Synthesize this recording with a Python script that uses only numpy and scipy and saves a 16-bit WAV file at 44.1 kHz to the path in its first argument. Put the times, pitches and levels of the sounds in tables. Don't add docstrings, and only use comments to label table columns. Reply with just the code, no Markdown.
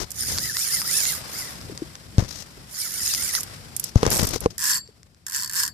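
import sys
import numpy as np
from scipy import signal
from scipy.fft import rfft, irfft
from scipy.io import wavfile
from scipy.ndimage import uniform_filter1d

SR = 44100
rng = np.random.default_rng(int(sys.argv[2]) if len(sys.argv) > 2 else 0)


def log_audio(samples):
    frames = np.atleast_2d(samples).T
    limited = np.clip(frames, -1, 1)
    pcm = np.round(limited * 32767).astype(np.int16)
    wavfile.write(sys.argv[1], SR, pcm)


N = 252894
TIME = np.arange(N) / SR
FREQS = np.fft.rfftfreq(N, 1 / SR)

# frequency in Hz, left over right in dB.
REEL_LEAN = [(300, 7), (2400, 14.5), (4400, 10.5), (5600, 5), (8200, -16), (15000, -22)]
# frequency in Hz, relative level in dB.
CRACK_SPECTRUM = [(300, -23.5), (1100, 3), (3200, 0.5), (5400, 12), (15000, -17.5)]


def running_line(hiss_db=1.54, song_db=1.5, flutter_db=1.73, wobble=0.02005, usual_hz=2010):
    # frequency in Hz, relative level in dB.
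    hiss_spectrum = [(800, -32), (1300, -13.5), (2050, -8.5), (2450, -16.5), (3200, -11), (4200, -5.5),
                     (5100, 3.5), (6200, -1.5), (6900, 2.5), (7900, -5), (8600, -2), (9750, 1), (10900, -2),
                     (11500, -3), (12300, -5), (13600, -1), (15000, -11.5)]
    # multiple of the pitch, relative level in dB.
    partials = [(2 / 3, -4.5), (1, 2.6), (4 / 3, -9), (2, -9.5)]
    pitch, hiss_gain, song_gain = surges()
    pitch = pitch * (1 + wobble * wander(25))
    rasp = patches(noise(0.21), depth_db=3.5) * amp(flutter_db * wander(160))
    hiss = unit(colour(rasp, hiss_spectrum, curve(REEL_LEAN))) * hiss_gain
    song = 0
    for jitter, voice_db in [(0.0114, 0), (0.06, -7)]:
        cycles = np.cumsum(pitch * (1 + jitter * wander(310))) / SR
        for multiple, db in partials:
            song += amp(voice_db + db + 5.86 * wander(60)) * np.sin(2 * np.pi * multiple * cycles)
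    body = amp(curve(hiss_spectrum))
    body /= np.interp(usual_hz, FREQS, body)
    whine = irfft(rfft(song * song_gain) * body * pan(curve(REEL_LEAN)), N)
    return amp(hiss_db) * hiss + amp(song_db) * whine


def surges(song_lag_s=0.013, hiss_db_per_octave=8.5, song_db_per_octave=9):
    # time of full speed and half-width in seconds, top pitch in Hz,
    # relative hiss and song levels in dB.
    tugs = [(0.214, 0.041, 1883, -28.5, -49), (.305, 0.068, 2146, -27, -50), (0.457, 0.076, 2040, -28, -44),
            (.63, 0.098, 2450, -25, -43), (.745, .082, 2073, -25, -42.5), (.972, 0.1, 2710, -21.5, -41),
            (1.084, 0.063, 2155, -23.5, -39), (1.39, 0.072, 2285, -33, -46.5),
            (1.475, .06, 1951, -40.5, -48), (2.83, .07, 2363, -28.5, -46.5),
            (2.966, 0.079, 2275, -29, -48.5), (3.094, 0.1, 2750, -25, -46.5), (3.245, .1, 2320, -26, -45),
            (3.355, .033, 2056, -23, -40)]
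    pitch = hiss_gain = song_gain = 0
    for s, width, top_hz, hiss_db, song_db in tugs:
        speed = bell(s, width) + 1e-12
        late_speed = bell(s + song_lag_s, width) + 1e-12
        pitch = np.maximum(pitch, top_hz * speed)
        hiss_gain = np.maximum(hiss_gain, amp(hiss_db + hiss_db_per_octave * np.log2(speed)))
        song_gain = np.maximum(song_gain, amp(song_db + song_db_per_octave * np.log2(late_speed)))
    return pitch, hiss_gain, song_gain


def line_snaps(level_db=-4, spike_db=9):
    # start in seconds, relative level in dB.
    snaps = [(.378, -12), (.385, -8), (.569, -7), (.686, -19), (.7385, -21), (.8175, -10.5), (1.0542, -8),
             (1.614, -28), (1.7765, -19), (1.9545, -20.5), (3.0718, -12), (3.138, -8), (3.149, -12.5),
             (3.225, -20), (3.3515, -5.5), (4.876, -35), (5.0315, -33.5), (5.147, -41)]
    hits = strikes(snaps)
    spray = convolve(hits, decay(t60=0.005)) * noise(0.075)
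    return amp(level_db) * colour(amp(spike_db) * hits + spray, CRACK_SPECTRUM, lean_db=2.5)


def reel_drag(pawl_db=-6, tail_db=-18, bounce_db=-7, bounce_s=0.0036, spool_db=-1, rod_db=-22):
    # start in seconds, relative level in dB.
    lone_teeth = [(.1055, -17.5), (.1168, -15), (3.4072, -10), (3.4325, -12.5), (3.7645, -7),
                  (3.7972, -6.5), (3.8404, -7), (4.4055, -16.5)]
    # start, end, time of full speed and half-width in seconds,
    # top rate in teeth per second, relative click level at that rate in dB.
    spurts = [(4.104, 4.315, 4.1402, .0369, 134, -8), (4.5808, 4.785, 4.688, .055, 260, -7.3),
              (5.266, 5.482, 5.3731, .044, 145, -11), (5.4965, 5.684, 5.5885, .0366, 235, -7)]
    # frequency in Hz, relative level in dB.
    held_spectrum = [(700, -48), (2500, -18.5), (4000, -15.5), (5200, -5), (6300, -6.5), (7600, -1),
                     (9000, -5), (11000, -1.5), (15000, -9.5)]
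    free_spectrum = [(700, -56), (2500, -18.5), (4000, -16.5), (5200, -2), (6300, -7), (7500, -1),
                     (9000, -8.5), (14000, -10.5), (15000, -4)]
    rod_spectrum = [(650, -47), (1000, -1.5), (1300, -11), (1750, 5), (2300, -20.5), (5000, -11.5)]
    # frequency in Hz, relative level in dB, seconds to fall 60 dB.
    spool_modes = [(4490, -33.5, 0.23), (4528, -33, 0.26), (5140, -27.5, 0.087), (7295, -35, 0.14),
                   (7440, -37.5, 0.24)]
    # frequency in Hz, left over right in dB.
    turned_lean = [(300, 0.5), (1700, 14.5), (2700, 5), (4400, 12.5), (5600, 5.5), (7500, -13),
                   (9000, -8.5), (15000, -11)]
    turned = curve(turned_lean)
    free = TIME > 4.5
    hits = strikes(lone_teeth) + sum(strikes(spurt_teeth(*row)) for row in spurts)
    crack = convolve(hits, decay(t60=0.011))
    bounce = amp(bounce_db) * np.roll(crack, round(bounce_s * SR), 1)
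    tail = np.sqrt(abs(convolve(hits ** 2, decay(t60=0.08) ** 2)))
    envelope = np.sqrt(crack ** 2 + bounce ** 2 + (amp(tail_db) * tail) ** 2)
    rattle = envelope * patches(noise(0.13), depth_db=2)
    spin = amp(-14) + sum(bell(peak + 0.027, width=0.062) for _, _, peak, *_ in spurts)
    metal = sum(amp(db) * ring(hz, t60) for hz, db, t60 in spool_modes)
    spool = convolve(hits * free * spin * (1 + .5 * noise(0.68)), metal)
    spool = irfft(rfft(spool) * pan(turned), N)
    rod = colour(tail * free * noise(0.18), rod_spectrum, turned)
    pawl = colour(rattle * ~free, held_spectrum, curve(REEL_LEAN))
    pawl += colour(rattle * free, free_spectrum, turned)
    return amp(pawl_db) * pawl + amp(spool_db) * spool + amp(rod_db) * rod


def spurt_teeth(start, end, peak, width, top_rate, top_db, creep_rate=52, uneven_db=2.63):
    rate = creep_rate + (top_rate - creep_rate) * bell(peak, width)
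    count = np.ceil(np.cumsum(rate * (TIME >= start) * (TIME < end)) / SR)
    passing = np.diff(count, prepend=0) > 0
    db = top_db + 2 * np.log2(rate[passing] / top_rate)
    return zip(TIME[passing], db + uneven_db * rng.standard_normal(N)[:len(db)])


def hull_knocks(falloff_db_per_octave=10):
    # start in seconds, relative ring level in dB, most excited
    # frequency in Hz, relative crack level in dB, the ring's left over right in dB.
    blows = [(2.1825, -0.5, 102, -16.5, 6), (2.224, -13, 153.7, -46, 5), (3.9582, 1, 106, -18.5, 9),
             (4.0308, -6, 504, -11, 3), (4.065, -9.5, 442, -6.5, 4.5), (4.07, -13, 130, -39, -7),
             (4.228, -9.5, 185, -41, 15), (4.36, -18.5, 490, -29.5, 11), (4.4598, -4, 446, -18, 1.5)]
    # frequency in Hz, relative level in dB, seconds to fall 60 dB.
    hull_modes = [(106.5, 3, 0.038), (193, -3.5, 0.032), (320, -8.5, 0.03), (470, 1.5, 0.029),
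                  (777, -1, 0.019), (1030, 3.5, 0.018)]
    thuds = np.zeros((2, N))
    for s, db, blow_hz, _, lean_db in blows:
        body = sum(amp(mode_db - falloff_db_per_octave * abs(np.log2(hz / blow_hz))) * ring(hz, t60)
                   for hz, mode_db, t60 in hull_modes)
        add(thuds, s, amp(db) * pan(lean_db) * body)
    contact = strikes([(s, crack_db) for s, _, _, crack_db, _ in blows])
    cracks = convolve(contact, decay(t60=0.0052)) * noise(0.21)
    return thuds + colour(cracks, CRACK_SPECTRUM, lean_db=0)


def handling(skin_db=2.5):
    # start and length in seconds, relative scrape and skin levels in dB.
    rubs = [(0, .035, -27.5, -31), (0.277, .11, -39, -35.5), (2.184, 0.02, -24.5, -36.5),
            (2.217, 0.046, -35.5, -42.5), (2.28, 0.15, -47, -39.5), (3.826, 0.064, -49, -41),
            (3.954, 0.086, -32, -41), (4.032, 0.052, -23, -37), (4.093, 0.16, -24.5, -30.5),
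            (4.266, .08, -33, -36.5), (4.334, 0.032, -32.5, -31.5), (4.412, 0.038, -34, -43),
            (4.501, 0.012, -48, -42)]
    # frequency in Hz, relative level in dB.
    scrape_spectrum = [(30, 2), (100, -0.5), (250, -6.5), (480, -7.5), (720, -12.5), (2000, -19),
                       (10000, -41)]
    skin_spectrum = [(500, -15.5), (3000, -11.5), (5600, 0), (8500, -13.5), (15000, -18.5)]
    slips = amp(3.08 * wander(97))
    scrape = unit(colour(noise(0.58) * slips, scrape_spectrum, lean_db=14))
    scrape *= sum(amp(db) * stroke(s, length) for s, length, db, _ in rubs)
    skin = unit(colour(noise(0.068) * slips, skin_spectrum, lean_db=13.5))
    skin *= sum(amp(db) * stroke(s, length) for s, length, _, db in rubs)
    return scrape + amp(skin_db) * skin


def stroke(start, length, grip_s=0.002, release_s=0.0087):
    attack = np.clip((TIME - start) / grip_s, 0, 1)
    return attack * np.exp(-np.maximum(TIME - start - length, 0) / release_s)


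def wavelet_slaps(swell_s=0.0021):
    # start in seconds, relative level in dB, pitch in Hz.
    wavelets = [(1.695, -22.5, 394), (1.72, -23, 290), (1.819, -13, 322), (2.574, -33.5, 373),
                (4.887, -37.5, 430), (5.35, -47, 346)]
    out = np.zeros((2, N))
    swell = 1 - np.exp(-(TIME[:SR // 3] / swell_s) ** 2)
    for s, db, hz in wavelets:
        add(out, s, amp(db) * pan(lean_db=6) * swell * ring(hz, t60=0.04))
    return out


def wind(level_db=-1):
    # frequency in Hz, relative level in dB.
    spectrum = [(20, -22.5), (62, -1), (145, -0.5), (260, -11), (700, -22), (2000, -67)]
    # peak time and half-width in seconds, relative level in dB.
    gusts = [(.3, .25, -43), (1.6, 0.9, -46), (4.45, 0.16, -44.5), (5.75, .12, -47.5)]
    rumble = unit(colour(noise(0.83), spectrum, lean_db=3.5)) * amp(2.6 * wander(4))
    return amp(level_db) * rumble * bed_gain(gusts, steady_db=-47.5, lee_db=-7.5)


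def ripple_and_hiss(level_db=1):
    # frequency in Hz, relative level in dB.
    spectrum = [(300, 1), (1900, 0.5), (2800, -3.5), (4000, -2), (5200, 2), (6300, -6), (7400, -3),
                (15000, -13.5)]
    # peak time and half-width in seconds, relative level in dB.
    hiss_rises = [(1.22, 0.36, -38.5), (3.35, 0.28, -44)]
    flutter = noise(0.27) * amp(1.47 * wander(51))
    wash = unit(colour(flutter, spectrum, 0.78 * curve(REEL_LEAN)))
    return amp(level_db) * wash * bed_gain(hiss_rises, steady_db=-48.5, lee_db=-15.5)


def bed_gain(rises, steady_db, lee_db, turn_s=4.13, turn_length_s=1):
    steady = amp(steady_db + lee_db * np.clip((TIME - turn_s) / turn_length_s, 0, 1))
    return np.sqrt(steady ** 2 + sum((amp(db) * bell(s, width)) ** 2 for s, width, db in rises))


def amp(db):
    return 10 ** (np.asarray(db) / 20)


def unit(x):
    return x / np.sqrt(np.mean(x ** 2) + 1e-20)


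def curve(points):
    hz, value = np.transpose(points)
    return np.interp(np.log(FREQS + 1), np.log(hz), value)


def pan(lean_db):
    ratio = amp(np.atleast_1d(lean_db))
    return np.array([ratio, np.ones_like(ratio)]) * np.sqrt(2 / (1 + ratio ** 2))


def colour(x, spectrum, lean_db):
    gain = np.maximum(unit(amp(curve(spectrum))) * pan(lean_db), 1e-5)
    cepstrum = irfft(np.log(gain), N)
    fold = 1 + np.sign(N / 2 - np.arange(N))
    fold[0] = 1
    return irfft(rfft(x) * np.exp(rfft(cepstrum * fold)), N)


def noise(shared):
    return np.sqrt(shared) * rng.standard_normal(N) + np.sqrt(1 - shared) * rng.standard_normal((2, N))


def wander(rate_hz):
    return unit(irfft(rfft(rng.standard_normal(N)) / (1 + (FREQS / rate_hz) ** 4), N))


def patches(x, depth_db, size=9):
    bands = signal.stft(x, nperseg=256)[2]
    drift = uniform_filter1d(rng.standard_normal(bands.shape), size, axis=2)
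    drift = unit(uniform_filter1d(drift, size // 2, axis=1))
    return signal.istft(bands * amp(depth_db * drift))[1][:, :N]


def bell(s, width):
    return np.exp(-.5 * ((TIME - s) / width) ** 2)


def decay(t60):
    return 1e-3 ** (TIME[:SR // 3] / t60)


def ring(hz, t60):
    return decay(t60) * np.sin(2 * np.pi * hz * TIME[:SR // 3])


def convolve(x, response):
    return signal.oaconvolve(np.atleast_2d(x), np.atleast_2d(response), axes=1)[:, :N]


def add(mix, s, sound):
    part = mix[:, max(round(s * SR), 0):][:, :sound.shape[1]]
    part += sound[:, :part.shape[1]]


def strikes(rows):
    out = np.zeros((2, N))
    for s, db in rows:
        add(out, s, amp(db) * pan(0))
    return out


def lag_left(x, lag_s=0.000296):
    return irfft(rfft(x) * np.exp(-2j * np.pi * FREQS * np.array([[lag_s], [0]])), N)


def scene():
    tackle = running_line() + line_snaps() + reel_drag()
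    return tackle + lag_left(hull_knocks() + wavelet_slaps() + handling() + wind() + ripple_and_hiss())


def record(dry, low_hz=34, ceiling=0.95, high_hz=14580):
    thinned = signal.sosfilt(signal.butter(2, low_hz, "high", fs=SR, output="sos"), dry)
    clipped = np.clip(thinned, -ceiling, ceiling)
    lowpass = signal.firwin(301, high_hz, window=("kaiser", 7), fs=SR)
    return signal.oaconvolve(clipped, lowpass[None], "same")


dry = scene()
out = record(dry)
log_audio(out)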